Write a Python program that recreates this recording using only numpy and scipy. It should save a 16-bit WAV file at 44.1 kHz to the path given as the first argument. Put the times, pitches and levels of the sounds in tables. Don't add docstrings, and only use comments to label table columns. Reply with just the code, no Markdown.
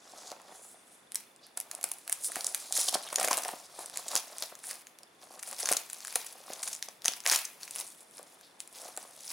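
import sys
import numpy as np
from scipy import signal
from scipy.fft import rfft, irfft, next_fast_len
from scipy.io import wavfile
from scipy.ndimage import uniform_filter1d, map_coordinates

SR = 44100
rng = np.random.default_rng(int(sys.argv[2]) if len(sys.argv) > 2 else 0)


def inscribe(sig):
    pcm = np.round(np.clip(np.atleast_2d(sig).T, -1, 1) * 32767)
    wavfile.write(sys.argv[1], SR, pcm.astype(np.int16))


N = 411012
TIME_S = np.arange(N) / SR

# start_s, level_db, crease_hz, slap_db (relative to level_db), length_ms
SNAPS = [(0.303, -29, 6000, -33, 1.7), (0.316, -25.5, 5960, -21, 2.8), (0.417, -38, 7400, -22, 2.1),
         (1.12, -23, 9900, -25, 1.17), (1.1457, -21.5, 9700, -23, 2.6), (1.1561, -11.5, 9600, -23.5, 2.1),
         (1.362, -38, 7500, -20, 1.7), (1.467, -36, 9500, -16, 1.3), (1.5729, -17, 8800, -20.5, 5.9),
         (1.6018, -17, 9700, -31, 1.27), (1.611, -29, 9600, -17, 2.7), (1.713, -20, 6700, -16.5, 3.5),
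         (1.7502, -22.5, 9150, -32, 2.1), (1.8124, -24.5, 9800, -31, 1), (1.8296, -24, 7700, -31, 2.1),
         (1.8405, -10, 9800, -20.5, 3.2), (1.889, -28, 10800, -33, 2.1), (1.9155, -17.5, 9800, -29, 4.2),
         (1.937, -28, 10500, -40, 0.71), (1.985, -34, 9900, -36, 2.5), (2.0774, -23.5, 9200, -12, 2.4),
         (2.0963, -18.5, 9500, -15.5, 2.8), (2.121, -16, 10070, -21.5, 0.71),
         (2.1254, -9.5, 8800, -32, 4.1), (2.2449, -21.5, 9200, -31, 3.5), (2.319, -21.5, 9100, -15, 1.8),
         (2.358, -13, 8500, -12.5, 0.8), (2.366, -27.5, 5300, -11, 2.4), (2.408, -19, 6200, -22, 2.2),
         (2.4453, -10.5, 6850, -33, 1.2), (2.4665, -12, 7640, -56, 3.8), (2.5468, -8, 8700, -20.5, 1.3),
         (2.7247, -8.5, 9100, -30, 1.11), (2.7677, -15, 8300, -18.5, 0.71), (2.776, -11, 9900, -47, 2.3),
         (2.7927, -19, 8750, -46, 0.73), (2.886, -21, 6860, -23, 1.3), (2.893, -18, 8160, -27, 2.8),
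         (2.926, -16, 7850, -42, 0.63), (2.94, -14, 4950, -22, 10), (3.0875, -26, 7600, -16, 3.1),
         (3.1022, -32, 4800, -9, 3.5), (3.1261, -25.5, 7800, -8, 8.4), (3.143, -23, 9100, -13, 1.5),
         (3.158, -9.5, 7550, -25, 3.9), (3.184, -19, 5900, -10, 3.1), (3.198, -15.5, 8450, -14, 3.5),
         (3.2037, -30, 7400, -25, 3.6), (3.212, -15, 8750, -12, 1.4), (3.2293, -15, 8500, -14, 3.7),
         (3.246, -14, 6850, -15, 1.9), (3.276, -14.5, 7200, -12, 1.8), (3.283, -16.5, 8800, -8.5, 4.7),
         (3.3088, -15, 7100, -17, 11), (3.319, -20, 7500, -16, 1.3), (3.3304, -8, 6050, -14.5, 1.6),
         (3.3713, -13.5, 8300, -37, 2.4), (3.3774, -16, 9400, -12, 3.3), (3.3855, -18, 7900, -20, 2.7),
         (3.4214, -22, 9350, -30, 2.0), (3.4343, -22, 7000, -27, 4.3), (3.4494, -20.5, 9750, -9, 1.7),
         (3.482, -18, 8250, -28, 1.3), (3.7918, -25, 8300, -32, 1.4), (3.859, -23, 8800, -32, 4),
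         (3.8984, -24, 8200, -21, 1.3), (3.959, -27, 7600, -13, 1.9), (3.973, -11.5, 8400, -26, 1.4),
         (4.082, -19, 7200, -29, 2.3), (4.0855, -21, 6800, -42, 4.4), (4.1541, -5.5, 7700, -26, 1.8),
         (4.1623, -8.5, 5600, -20, 2), (4.1715, -16, 6400, -24, 8.8), (4.178, -15, 6900, -34, 2.1),
         (4.3831, -19.5, 8400, -25, 1.9), (4.4241, -10, 4160, -21.5, 0.92), (4.553, -26, 7100, -16, 1.3),
         (4.5907, -34, 9000, -20, 1.5), (4.64, -27, 7900, -9, 0.9), (4.7111, -16.5, 9100, -16, 0.93),
         (4.73, -29, 5470, -20, 2.6), (4.8696, -32, 6700, -11.5, 1.7), (4.987, -34.5, 7900, -20, 1.8),
         (5.033, -31, 5300, -21, 1.2), (5.392, -33, 7240, -13, 9.3), (5.428, -21, 8900, -25, 1.6),
         (5.4317, -24.5, 8900, -11, 3), (5.4764, -25, 9400, -14, 1.4), (5.512, -25, 9900, -21, 4),
         (5.5286, -22, 7660, -17, 1.2), (5.596, -25.5, 8200, -16, 29), (5.63, -15, 5470, -25, 0.96),
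         (5.6558, -12, 6800, -22, 6.3), (5.6732, -16.5, 5300, -13, 1.1), (5.6893, -7, 7000, -15.5, 0.86),
         (5.716, -12.5, 8600, -25, 6.1), (5.7255, -6, 8600, -19, 1.7), (5.7349, -7.5, 7200, -25, 0.96),
         (5.7669, -12, 6700, -38, 7.3), (5.8991, -25, 7700, -15, 3.7), (5.9317, -22.5, 9570, -23, 2),
         (5.9437, -30, 7150, -25, 2.9), (6.0047, -27.5, 6660, -16, 1.6), (6.049, -23.5, 8400, -11.5, 2.4),
         (6.0714, -23, 7900, -20, 3.3), (6.08, -28, 9200, -8, 2.1), (6.1262, -23, 9400, -14, 1.3),
         (6.1563, -8, 9500, -17, 4.6), (6.2627, -28.5, 8440, -23, 11), (6.326, -29, 9300, -26, 0.67),
         (6.5329, -24, 6360, -25, 6.6), (6.629, -21, 7600, -20, 9.2), (6.6417, -24, 9300, -25, 3.4),
         (6.6755, -22.5, 7200, -11, 8.1), (6.7284, -22, 6800, -29, 13), (6.745, -26, 7700, -30, 2.2),
         (6.7503, -21.5, 6860, -40, 1.06), (6.7628, -25, 6500, -34, 1.9), (6.8259, -14, 5170, -21, 1.9),
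         (6.886, -25, 6700, -20, 3), (7.0202, -28.5, 4970, -23, 1.5), (7.0453, -18.5, 6170, -18, 1.3),
         (7.0525, -14, 6100, -52, 1.3), (7.0565, -8, 6400, -20.5, 3.6), (7.0813, -5, 5300, -25, 1.6),
         (7.121, -26, 6000, -17, 3), (7.136, -20, 5000, -15.5, 1.1), (7.2035, -25, 6300, -33, 1.8),
         (7.238, -33, 6140, -16, 1.8), (7.256, -30, 5800, 1, 0.57), (7.263, -7, 5540, -10, 1.9),
         (7.275, -6, 6470, -21, 0.85), (7.281, -18, 6100, -21, 3.2), (7.2907, -17, 6700, -12, 2.4),
         (7.298, -6, 5350, -24, 2.4), (7.3138, -9.5, 7400, -11, 5.1), (7.3233, -7, 6950, -18.5, 1.3),
         (7.3333, -20, 8600, -5, 5.4), (7.359, -11, 7200, -19, 5), (7.45, -20.5, 6960, -28, 7.9),
         (7.631, -26, 4900, -18, 5), (7.678, -33, 6000, -2.5, 2), (7.7093, -23.5, 8450, -36, 2.1),
         (7.753, -24, 9300, -23, 1.1), (7.7601, -22, 9300, -14, 1.6), (7.8093, -25, 4900, -22, 3.3),
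         (7.867, -33, 9500, -30, 2.2), (8.18, -33, 6100, -15, 4.5), (8.229, -35.5, 8900, -33, 2.4),
         (8.4108, -36.5, 8900, -13.5, 2.1), (8.6036, -16, 8600, -27, 0.97), (8.6746, -33, 8750, -23, 3.5),
         (8.965, -27, 8500, -25, 2), (8.9743, -17.5, 7400, -24, 2.1), (9.278, -26, 5500, -26, 5)]
# start_s, level_db
KNOCKS = [(0.135, -41), (0.2, -56), (0.245, -46), (0.316, -33), (0.45, -47), (0.505, -48), (0.52, -43.5),
          (0.615, -53), (0.743, -48.5), (1.574, -38.5), (1.84, -33), (1.915, -43), (2.096, -42),
          (2.366, -30), (2.445, -41), (2.462, -39), (2.708, -40), (2.784, -32.5), (2.885, -32),
          (2.928, -34), (2.942, -39), (2.953, -21.5), (3.127, -29.5), (3.181, -26), (3.194, -25.5),
          (3.212, -30), (3.275, -26), (3.283, -26.5), (3.312, -18), (3.332, -37), (3.376, -27),
          (3.434, -42), (3.457, -30.5), (3.536, -34.5), (3.788, -33), (4.153, -31), (4.423, -36),
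          (4.523, -38.5), (4.715, -55), (5.306, -42), (5.359, -44), (5.375, -46), (5.527, -42.5),
          (5.632, -33), (5.686, -34), (5.712, -21), (5.725, -32), (6.157, -29.5), (6.352, -45),
          (6.402, -47), (6.501, -31.5), (6.884, -42), (7.053, -33), (7.085, -32.5), (7.264, -31),
          (7.792, -57), (8.194, -36), (8.33, -52), (8.83, -41.5), (8.855, -40), (8.886, -40), (8.972, -41),
          (9.05, -42.5)]
# pitch_hz, width_hz, level_db
CASE_MODES = [(284, 250, -10.5), (548.5, 142, 0), (737.5, 125, 2.5), (1097, 330, -1.5), (1505, 1570, -10)]
SWING_DB = 20


def amp(db):
    return 10 ** (np.asarray(db) / 20)


def unit(x):
    return x / np.sqrt(np.mean(x ** 2) + 1e-20)


def along(points, hz):
    f, v = np.transpose(points)
    return np.interp(np.log(hz + 1), np.log(f + 1), v)


def over_time(points):
    return np.interp(TIME_S, *np.transpose(points))


def wobble(rate):
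    knots = rng.standard_normal(int(N * rate / SR) + 4)
    return map_coordinates(knots, [np.arange(N) * rate / SR])


def filtered(x, response):
    m = next_fast_len(x.shape[-1] + 8192)
    spectrum = rfft(x, m) * response(np.fft.rfftfreq(m, 1 / SR))
    return irfft(spectrum, m)[..., :x.shape[-1]]


def coloured(x, spectrum):
    return unit(filtered(x, lambda f: amp(along(spectrum, f))))


def resonance(f, hz, width_hz):
    return 1j * f * width_hz / (hz * hz - f * f + 1j * f * width_hz)


def crackle(rate, spread_db, life):
    happens = rng.random(N) < rate / SR
    sizes = happens * amp(spread_db * np.minimum(rng.exponential(size=N), 3))
    u = np.arange(SR // 20) / SR / life
    envelope = signal.fftconvolve(sizes, u * np.exp(-u))[:N]
    return unit(envelope * rng.standard_normal(N))


def place(times, rows):
    at = np.round(times * SR).astype(int)[:, None] + np.arange(rows.shape[1])
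    return np.bincount(at.ravel(), rows.ravel(), N + SR)[:N]


def peak_one(rows):
    return rows / np.abs(rows).max(axis=1, keepdims=True)


def air():
    # pitch_hz, level_db (per Hz)
    air_spectrum = [(24, -58), (40, -9), (211, 4), (593, 4.5), (1990, -2), (9720, -15.5), (15300, -33),
                    (16500, -26)]
    # pitch_hz, likeness (1 is identical)
    air_likeness = [(60, 0.83), (240, 1), (950, 0.15), (3770, 0.21), (15000, 0.82)]

    def split(f):
        turn = np.arccos(np.clip(along(air_likeness, f), -1, 1)) / 2
        return amp(along(air_spectrum, f)) * [np.cos(turn), np.sin(turn)]

    mid, side = filtered(rng.standard_normal((2, N)), split)
    level_db = -59.5 + 0.45 * wobble(2.24)
    return amp(level_db) * unit(np.array([mid + side, mid - side]))


def swells(s, rise, fall, *levels_db):
    t = np.arange(0, N / SR + .002, .002)
    late = t - s[:, None]
    rising, falling = -late / np.reshape(rise, (-1, 1)), late / np.reshape(fall, (-1, 1))
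    under_db = SWING_DB * np.maximum(rising, falling)
    curves = [(amp(db[:, None] - under_db) ** 2).sum(0) for db in levels_db]
    return [np.interp(TIME_S, t, curve) for curve in curves]


def handling():
    # peak_s, rise_s, fall_s, coarse_db,
    # fine_db (relative to coarse_db), creak_db (relative to coarse_db)
    strokes = [(.2, 0.28, 0.18, -48, -6, -5.5), (.29, 0.32, 0.049, -46, -22, -1),
               (.5, 0.47, 0.32, -56, -21, 3.5), (.56, 0.088, .1, -54.5, 2, -8),
               (.66, 0.19, 0.12, -62, 13, -13), (.73, .2, 0.039, -63.5, 12.5, -10),
               (.93, 0.36, 0.22, -67, 12, -20), (1.77, 0.15, 0.094, -65, 8, 14.5),
               (2.253, 0.038, 0.052, -46.5, 20, -20), (2.34, 0.26, 0.15, -47, -9, -5),
               (2.49, 0.6, 0.23, -45.5, 5, -4.5), (2.6, 0.066, 0.34, -41, -2, -14),
               (2.764, 0.04, 0.24, -27, 1, -18.5), (2.885, 0.013, 0.011, -24, 3.5, -9),
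               (2.949, 0.035, 0.018, -29, 3.5, -16), (3.05, 0.053, 0.4, -47, -1.5, 0.5),
               (3.251, 0.063, 0.052, -31.5, 3, 2.5), (3.43, 0.4, 0.4, -46.5, 0, 1),
               (3.62, 0.55, 0.82, -53.5, -10, -15), (3.812, 0.091, 0.11, -44, 1, 1.5),
               (3.965, 0.076, 0.11, -39.5, -5, -4), (4.166, 0.1, 0.035, -29, -6, -4),
               (4.33, 0.36, 0.31, -53.5, -18, 1), (4.434, 0.27, 0.094, -41.5, -2.5, -8),
               (4.7, 0.094, 0.092, -39, 4, -5), (5.22, 0.022, 0.08, -52.5, -4, 3),
               (5.353, 0.19, 0.076, -51.5, -0.5, -2.5), (5.46, 0.03, 0.31, -46.5, 4, -1.5),
               (5.609, 0.063, 0.045, -34, 1.5, -18), (5.725, 0.2, 0.063, -35, -3, -12),
               (6.11, 0.56, 0.72, -45, -5, -10.5), (6.521, 0.16, 0.27, -46.5, -9, -1),
               (6.685, 0.13, 0.11, -42.5, 5, -7.5), (7.327, 0.047, 0.076, -23.5, -25, -11),
               (7.637, 0.1, 0.11, -46.5, -3, -11), (7.76, 0.03, 0.37, -48, 7, -14),
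               (7.801, 0.077, 0.048, -36, 0, -11), (8.171, 0.053, 0.05, -52, 5.5, -15),
               (8.27, 0.19, 0.54, -59, -0.5, -6), (8.77, 0.087, 0.41, -47.5, 1.5, -7),
               (8.852, 0.086, 0.083, -47, -4, -1), (8.984, 0.14, 0.97, -54, 1, 0),
               (9.32, 0.15, .1, -37, -0.5, -20)]
    # time_s, broad_db (relative to the stroke's coarse rustle)
    slackness = [(0, -23), (3, -12), (4.6, -9), (7.7, -3), (9.32, -8)]
    shiver_db, shiver_rise_s, shiver_fall_s = -38, 0.013, 0.097
    flap_db, flap_fall_s = -15, 0.18
    settle_db, settle_rise_s, settle_fall_s = -10.5, 0.014, 0.083
    hold_db = -69
    bright_db_per_octave, even_hz = 16, 7400

    s, rise, fall, db, fine_db, creak_db = np.transpose(strokes)
    fine, coarse, creak = swells(s, rise, fall, db + fine_db, db, db + creak_db)
    slack = coarse * amp(over_time(slackness)) ** 2

    s, db, hz, slap_db, _ = np.transpose(SNAPS)
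    tilt_db = bright_db_per_octave * np.log2(hz / even_hz) / 2
    flap, = swells(s, shiver_rise_s, flap_fall_s, db + slap_db + flap_db)
    shake_db = db + shiver_db
    fine_shiver, coarse_shiver = swells(s, shiver_rise_s, shiver_fall_s, shake_db + tilt_db, shake_db - tilt_db)

    s, db = np.transpose(KNOCKS)
    settle, = swells(s, settle_rise_s, settle_fall_s, db + settle_db)
    powers = fine + fine_shiver, coarse + coarse_shiver, flap + slack, creak + settle + amp(hold_db) ** 2
    return [10 * np.log10(p + 1e-12) for p in powers]


def patchy(depth_db):
    z = signal.stft(rng.standard_normal((2, N)), nperseg=256)[2]
    field = rng.standard_normal(z.shape)
    field = uniform_filter1d(field, 8, 1)
    field = uniform_filter1d(field, 24, 2)
    return signal.istft(z * amp(depth_db * unit(field)), nperseg=256)[1][:, :N]


def rustle(fine_db, coarse_db, broad_db):
    # pitch_hz, level_db (per Hz)
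    fine_spectrum = [(600, -57), (4500, -17.5), (8000, -4), (9700, -4), (11000, -11), (12000, -13.5),
                     (15500, -22)]
    coarse_spectrum = [(300, -60), (1500, -28), (2700, -21), (3300, -5), (5500, 0), (7500, -3), (9500, -14),
                       (15000, -24)]
    broad_spectrum = [(250, -35), (900, 0), (1500, -8), (2500, -0.5), (3500, -7.5)]
    crease_bands_hz = [3400, 4700, 6600]
    # time_s, crackle_db (over the hiss)
    graininess = [(0, 4), (1, -10), (1.2, 10), (2.7, -5), (2.76, 0), (2.871, 4.5), (2.97, 22), (3.75, -1),
                  (4.2, 5), (4.4, 19), (4.68, 6), (4.85, 19), (7.3, 6), (7.42, 2), (7.6, 4.5), (7.8, 5),
                  (7.9, 6), (9.32, 9)]

    clump_db = 1.6 * wobble(60)
    grain = amp(over_time(graininess))
    hiss = patchy(depth_db=2.5)
    fine_crackle = crackle(500, spread_db=4, life=0.00017)
    fine = coloured(hiss[0], fine_spectrum) + grain * coloured(fine_crackle, fine_spectrum)

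    wide_crackle = 0
    for hz in crease_bands_hz:
        pops = crackle(250, spread_db=5.5, life=0.0007)
        wide_crackle = wide_crackle + unit(filtered(pops, lambda f: resonance(f, hz, .5 * hz)))
    coarse = coloured(hiss[1], coarse_spectrum) + grain * coloured(wide_crackle, coarse_spectrum)

    sheet = rng.standard_normal(N) + crackle(300, spread_db=4.5, life=0.0017)
    broad = coloured(sheet, broad_spectrum)
    film = amp(fine_db - 5.0) * fine + amp(coarse_db - 3.5) * coarse
    film = film / np.sqrt(1 + grain ** 2)
    return amp(clump_db) * (film + amp(broad_db) * broad)


def tick():
    s = np.arange(.03, N / SR - .02, 1 / 25)
    t = np.arange(512) / SR
    blip = np.sin(2 * np.pi * 3490 * t) * t / 0.0051 * np.exp(1 - t / 0.0026)
    scatter_db = rng.normal(0, 2.5, (len(s), 1))
    return place(s, amp(-55.5 + scatter_db) * blip)


def body(f, spot_db):
    thin_hz = 248
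    modes = 0
    for k, (hz, width_hz, db) in enumerate(CASE_MODES):
        sign = (-1) ** k
        modes = modes + sign * amp(db + spot_db[k]) * resonance(f, hz, width_hz)
    return 1j * f / (thin_hz + 1j * f) * modes


def case(creak_db):
    s, db = np.transpose(KNOCKS)
    t = np.arange(2048) / SR
    push_ms = 0.26
    push = np.exp(-(t * 1000 / push_ms - 2) ** 2)
    scuff = amp(-60 * t / 0.056) * rng.standard_normal((len(s), len(t)))
    blows = push + 0.21 * scuff
    spot_db = rng.normal(0, 4, (len(s), len(CASE_MODES)))
    ringing = filtered(blows, lambda f: body(f, spot_db.T[..., None]))
    knocks = place(s, amp(db + 3.5)[:, None] * peak_one(ringing))

    slips = crackle(120, spread_db=4.5, life=.0015) + .6 * rng.standard_normal(N)
    creak = filtered(slips, lambda f: body(f, np.zeros(len(CASE_MODES))))
    return knocks + amp(creak_db - 1.0) * unit(creak)


def swishes():
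    # peak_s, rise_s, fall_s, level_db, pitch_hz
    skin_slides = [(.21, 0.084, .06, -54, 5900), (0.278, 0.067, .04, -49, 6670),
                   (1.44, 0.027, .07, -51.5, 4400), (3.037, 0.015, 0.015, -43, 4200),
                   (3.075, 0.023, 0.022, -42, 3300), (8.432, .01, 0.1, -55, 4200)]
    s, rise, fall, db, hz = (c[:, None] for c in np.transpose(skin_slides))
    late = np.arange(SR // 2) / SR - .25
    noise = rng.standard_normal((len(s), len(late)))
    hiss = filtered(noise, lambda f: resonance(f, hz, .45 * hz) ** 2)
    hiss = hiss / hiss.std(axis=1, keepdims=True)
    rows = hiss * amp(db - SWING_DB * np.maximum(-late / rise, late / fall))
    return np.roll(place(s[:, 0], rows), -(SR // 4))


def snaps():
    s, db, hz, slap_db, ms = (c[:, None] for c in np.transpose(SNAPS))
    t = np.arange(1024) / SR
    u = t / (0.26 * np.maximum(ms - .6, .2) / 1000)
    attack = u * np.exp(1 - u)
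    tail = (1 - np.exp(-u)) * amp(-22.0 - 60 * t / 0.036)
    burst = (attack + tail) * rng.standard_normal((2, len(s), len(t)))

    def crease_tone(f):
        return (resonance(f, hz, 0.35 * hz) + amp(-12.5)) * resonance(f, 4930, 8650) ** 2

    crease = peak_one(filtered(burst[0], crease_tone))
    slap = peak_one(filtered(burst[1], lambda f: resonance(f, 1700, 1500) ** 2))
    return place(s[:, 0], amp(db - 1.0) * crease + amp(db + slap_db + 4.5) * slap)


def room(x):
    # pitch_hz, t60_s
    decay_times = [(200, 0.22), (2000, 0.45), (10000, 0.15)]
    wide_hz = 700
    out, step = np.zeros((2, N + SR)), SR // 4
    for start in range(0, N, step):
        hz, t, z = signal.stft(rng.standard_normal((2, SR // 2)), SR, nperseg=256)
        decay = amp(-60 * t / along(decay_times, hz)[:, None])
        width = np.array([hz ** 0, hz / (hz + wide_hz)])[..., None]
        mid, side = signal.istft(z * decay * width, SR, nperseg=256)[1]
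        tail = np.array([mid + amp(0.5) * side, mid - amp(-4.5) * side]) / np.linalg.norm(mid)
        answer = signal.fftconvolve(x[None, start:start + step], tail, axes=1)
        begin = start + 150
        out[:, begin:begin + answer.shape[1]] += answer
    return out[:, :N]


def scene():
    # time_s, left_over_right_db
    hand_places = [(0, .2), (1.2, -1.2), (2.6, -.5), (3.3, .5), (4.2, -.2), (5.8, .9), (9.32, .8)]
    fine_db, coarse_db, broad_db, creak_db = handling()
    near = rustle(fine_db, coarse_db, broad_db) + case(creak_db) + swishes() + snaps()
    pan_db = over_time(hand_places)
    direct = near * amp([pan_db / 2, -pan_db / 2])
    ticking = tick() * amp([[1.5], [-1.5]])
    return direct + amp(-13.5) * room(near) + ticking + air()


def record(dry):
    # pitch_hz, width_hz, level_db
    port_mode = (10170, 1330, 3)
    low_hz, top_hz = 92, 16000
    hz, width_hz, db = port_mode

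    def microphone(f):
        port = 1 + amp(db) * resonance(f, hz, width_hz)
        bass_loss = (1j * f / (low_hz + 1j * f)) ** 2
        return 0.74 * port * bass_loss / (1 + (f / top_hz) ** 120)

    return filtered(dry, microphone)


dry = scene()
out = record(dry)
inscribe(out)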